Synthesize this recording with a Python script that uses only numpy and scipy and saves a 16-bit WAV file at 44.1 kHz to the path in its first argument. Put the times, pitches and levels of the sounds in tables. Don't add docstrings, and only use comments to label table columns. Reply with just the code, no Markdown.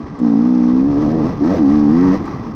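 import sys
import numpy as np
from scipy import signal
from scipy.io import wavfile
from scipy.ndimage import uniform_filter1d

SR = 44100
rng = np.random.default_rng(int(sys.argv[2]) if len(sys.argv) > 2 else 0)


def to_wav(sig):
    pcm = np.clip(np.atleast_2d(sig), -1, 1) * 32767
    pcm = np.round(pcm).astype(np.int16)
    wavfile.write(sys.argv[1], SR, pcm.T)


def attenuation_scalar(level_db):
    decades = np.asarray(level_db, float) / 20
    return 10 ** decades


N = 112454


def rms_one(x):
    return x / np.sqrt(np.mean(x ** 2) + 1e-20)


def in_time(rows):
    s, *columns = np.transpose(rows)
    return [np.interp(np.arange(N) / SR, s, c) for c in columns]


def at_hz(points, hz):
    point_hz, point_db = np.transpose(points)
    return np.interp(np.log(hz), np.log(point_hz), point_db)


def drift(rate):
    every = 40
    settle = 2000
    r = np.exp(-2 * np.pi * rate * every / SR)
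    white = rng.standard_normal(N // every + 2 + settle)
    slow = signal.lfilter([1], [1, -2 * r, r * r], white)[settle:]
    return np.interp(np.arange(N) / every, np.arange(len(slow)), rms_one(slow))


def cut(x, hz, kind, order=2):
    return signal.sosfilt(signal.butter(order, hz, kind, fs=SR, output="sos"), x)


def banded(spectrum, low_hz, count, patchy_db, flicker):
    edges = low_hz * 2 ** (np.arange(count + 1) / 3)
    white = rng.standard_normal((2, N))
    out = 0
    for k in range(count):
        centre_hz = np.sqrt(edges[k] * edges[k + 1])
        gain_db = at_hz(spectrum, centre_hz) + patchy_db * drift(flicker)
        out = out + attenuation_scalar(gain_db) * cut(white[k % 2], edges[k:k + 2], "band")
    return rms_one(out)


def burst(s, t60, attack_s):
    t = np.maximum(np.arange(N) / SR - s, 0)
    return (1 - np.exp(-t / attack_s)) * attenuation_scalar(-60 * t / t60)


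def peak(f, hz, width_hz):
    return 1 / (1 + 1j * (f / hz - hz / f) * hz / width_hz)


def resonate(x, hz, width_hz):
    r = np.exp(-np.pi * width_hz / SR)
    zeros = np.array([1, 0, -1]) * (1 - r * r) / 2
    return signal.lfilter(zeros, [1, -2 * r * np.cos(2 * np.pi * hz / SR), r * r], x)


def crank_hz():
    # time in seconds, turns per second in Hz.
    speed_curve = [(0, 76.1), (.17, 68.7), (.22, 59.94), (.34, 54.48), (.48, 62.6), (.64, 59.98),
                   (.8, 65.26), (.87, 71.4), (.95, 70.26), (1.02, 77.23), (1.18, 80.1), (1.3, 88.7),
                   (1.4, 66.88), (1.76, 75.39), (1.87, 71.86), (2.03, 92.5), (2.16, 98.2), (2.55, 72.46)]
    # time in seconds, change of speed in Hz, rise and fall in seconds.
    wheel_jolts = [
        (1.06, -7, .03, 0.0474),
        (1.212, -11.5, .02, 0.0588),
        (1.52, 28, .12, .04),
        (1.56, 20.5, .04, 0.069),
        (1.662, -5.5, .06, 0.0784),
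        (2.092, -3.5, 0.034, 0.054),
    ]
    t = np.arange(N) / SR
    (hz,) = in_time(speed_curve)
    for s, change, rise, fall in wheel_jolts:
        hz = hz + change * np.interp(t, [s - rise, s, s + fall], [0, 1, 0])
    unsteady = 1 + 0.0034 * drift(17)
    return uniform_filter1d(hz, size=900) * unsteady


def firing(*controls):
    # frequency in Hz, level in dB.
    bark_colour = [(60, -17.5), (160, 2), (300, -8.5), (400, -0.5), (520, -7.5), (680, -11), (950, -21.5),
                   (1400, -41)]
    # frequency in Hz, width in Hz, dB under the boom.
    silencer_modes = [(452, 47.5, -19.5), (727, 44.4, -27), (932, 27, -29.5), (1122, 25, -32),
                      (1320, 49, -34.5), (1830, 40, -42.5), (1931, 65, -43.5)]
    bark_lag_s = 0.00302
    hop = 8
    hz, turns, boom_db, centre_hz, width_hz, bark_db, rough = (c[::hop] for c in controls)

    stumble_s, stumble_length_s = 1.558, 0.022
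    stumble = np.exp(-((np.arange(0, N, hop) / SR - stumble_s) / stumble_length_s) ** 2)
    boom_db = boom_db - 9 * stumble
    rough = rough + 0.8 * stumble

    ring_db = -11 + 0.72 * (boom_db + 11)
    tilt_db = 17.5 * np.log2(hz / 70)
    box_top_hz, box_floor_hz = centre_hz + 0.6 * width_hz, 130
    out = 0
    for k in np.arange(1, 27):
        f = k * hz
        box = 1 / (1 + 2j * (f - centre_hz) / width_hz) ** 4
        box = box / np.sqrt((1 + (f / box_top_hz) ** 12) * (1 + (box_floor_hz / f) ** 6))

        silencer = 0
        for i, (top_hz, wide_hz, db) in enumerate(silencer_modes):
            gain = attenuation_scalar(db + tilt_db * np.log2(top_hz / 500))
            silencer = silencer + (-1) ** i * gain * peak(f, top_hz, wide_hz)
        pipe = attenuation_scalar(at_hz(bark_colour, f)) * (f < 1600)

        shake = (drift(35) + 1j * drift(35))[::hop] / np.sqrt(2)
        share = np.clip(rough * k ** .5 * .6 + 0.0092 * (k - 4) * (k > 4), 0, 1)
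        wave = np.exp(2j * np.pi * k * turns) * (np.sqrt(1 - share ** 2) + share * shake)

        tail_size = np.hypot(attenuation_scalar(ring_db) * abs(silencer), attenuation_scalar(bark_db) * abs(pipe))
        tail_phase = np.angle(silencer) - 2 * np.pi * f * bark_lag_s
        tail = tail_size * np.exp(1j * tail_phase)
        out = out + np.sqrt(2) * ((attenuation_scalar(boom_db) * box + tail) * wave).real
    return signal.resample_poly(out, hop, 1)[:N]


def pops():
    # time in seconds, peak in dB, pitch in Hz.
    late_firings = [
        (0.038, -22, 84),
        (2.203, -15, 215.5),
        (2.241, -27.5, 278),
        (2.263, -38, 125.3),
        (2.341, -15.5, 136),
        (2.397, -18, 105.6),
        (2.462, -43, 254.9),
        (2.495, -19.5, 190),
        (2.516, -27, 120),
    ]
    t = np.arange(N) / SR
    puff = cut(rng.standard_normal(N), [150, 500], "band")
    out = 0
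    for s, db, hz in late_firings:
        ring = np.sin(2 * np.pi * hz * (t - s))
        out = out + attenuation_scalar(db) * burst(s, t60=0.11, attack_s=0.0029) * (ring + 0.51 * puff)
    return out


def rattle(hz, turns, boom_db, bark_db):
    # frequency in Hz, level in dB per Hz.
    metal_colour = [(350, -10.5), (700, 1), (850, -0.5), (1250, 5.5), (1450, -3.5), (2000, -16),
                    (2900, -27), (5600, -18)]
    # frequency in Hz, width in Hz, level in dB.
    casing_modes = [(830, 90, -13), (1150, 80, -12), (1950, 70, -22), (3550, 120, -32), (4010, 110, -35),
                    (4950, 200, -31), (5450, 200, -31)]
    octaves = np.log2(hz / 70)
    gate = (1 + 0.083 * np.cos(2 * np.pi * (turns - .3))) * attenuation_scalar(1.4 * drift(120) + 1.7 * drift(4.7))

    body = banded(metal_colour, low_hz=320, count=13, patchy_db=-0.16, flicker=9.9)
    for top_hz, width_hz, db in casing_modes:
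        mode = rms_one(resonate(rng.standard_normal(N), top_hz, width_hz))
        body = body + attenuation_scalar(db + 2.5 * drift(6)) * mode
    body = cut(body, 5910, "low", order=6)

    sheen_top_hz, sheen_db = 9200, -36
    sheen = cut(rng.standard_normal(N), [6000, sheen_top_hz], "band")
    sheen = attenuation_scalar(sheen_db) * rms_one(cut(sheen, sheen_top_hz, "low", order=8))

    level_db = -34 + 9 * octaves + 0.08 * (boom_db + 20) + 0.15 * (bark_db + 30)
    treble_hz = 2620
    treble_db = -1 * octaves + 0.11 * (boom_db + 20) + 0.08 * (bark_db + 30)
    treble = cut(body, treble_hz, "high", order=4) + sheen
    metal = cut(body, treble_hz, "low", order=4) + attenuation_scalar(treble_db) * treble

    hiss = cut(rng.standard_normal(N), 11900, "high", order=10)
    hiss = rms_one(cut(hiss, 14300, "low"))
    start_s = 0.94
    start_db = np.interp(np.arange(N) / SR, [start_s - .15, start_s + .1], [-22.5, 0])
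    hiss_db = -73 + 9 * octaves + 0.25 * (bark_db + 39) + 0.1 * (boom_db + 22) + start_db
    return gate * (attenuation_scalar(level_db) * metal + attenuation_scalar(hiss_db + 1.5 * drift(200)) * hiss)


def ticks():
    # time in seconds, peak in dB.
    strikes = [
        (.188, -39),
        (1.455, -41),
        (2.252, -39),
    ]
    tick_hz = 5000
    crack = rms_one(cut(rng.standard_normal(N), [tick_hz * .4, tick_hz * 1.5], "band", order=3))
    return crack * sum(attenuation_scalar(db - 8) * burst(s, t60=0.062, attack_s=.002) for s, db in strikes)


def wind():
    # time in seconds, level in dB.
    wind_strength = [(0, -31.5), (.5, -34.5), (.9, -23.5), (1.5, -27), (2.0, -22), (2.55, -30)]
    # frequency in Hz, level in dB per Hz.
    gust_colour = [(25, -6.5), (50, -3.5), (90, -4), (140, 0.5), (250, -3.5), (400, -8)]
    rumble = banded(gust_colour, low_hz=21.58, count=13, patchy_db=3.0, flicker=11)
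    return attenuation_scalar(in_time(wind_strength)[0]) * rumble


def scene():
    # time in seconds, air box boom in dB, boom centre in Hz,
    # boom width in Hz, exhaust bark in dB, roughness from 0 to 1.
    engine_load = [(0, -25.5, 261, 208.6, -49.5, 0.2), (.05, -33.5, 264, 104, -53, 0),
                   (.18, -32.5, 281, 100, -47, 0.2), (.225, -10.5, 250, 157.4, -43, 0.1),
                   (.8, -10.5, 258.4, 157.4, -39.5, 0.06), (.93, -14, 298, 118.3, -31, 0),
                   (1.03, -14.5, 285, 151, -27, 0.32), (1.27, -16, 281, 238, -24, 0.31),
                   (1.33, -36, 270, 200, -29, 0.7), (1.39, -27, 250, 154, -46.5, 0.2),
                   (1.42, -8, 314.5, 130, -41, 0.11), (1.51, -15, 281, 221.5, -18, 0.18),
                   (1.575, -14.5, 343.6, 156, -20.5, 0.4), (1.61, -8, 274, 143, -34.5, .03),
                   (1.8, -9.5, 269, 184, -33.5, 0.06), (2.1, -9, 263.6, 272.3, -33.5, 0),
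                   (2.145, -11.5, 251, 218, -19, .3), (2.19, -29.5, 260.6, 207, -56, 0.65)]
    hz = crank_hz()
    turns = np.cumsum(hz) / SR
    boom_db, centre_hz, width_hz, bark_db, rough = in_time(engine_load)
    engine = firing(hz, turns, boom_db, centre_hz, width_hz, bark_db, rough) + pops()
    return (engine + rattle(hz, turns, boom_db, bark_db) + ticks() + wind())[None]


def top_cut(x):
    return signal.sosfilt(signal.butter(12, 15710, fs=SR, output="sos"), x)


def record(dry):
    housed = dry - 0.78 * resonate(dry, hz=1432, width_hz=310)
    clip_top = 0.72
    return top_cut(clip_top * np.tanh(housed / clip_top))


dry = scene()
out = record(dry)
to_wav(out)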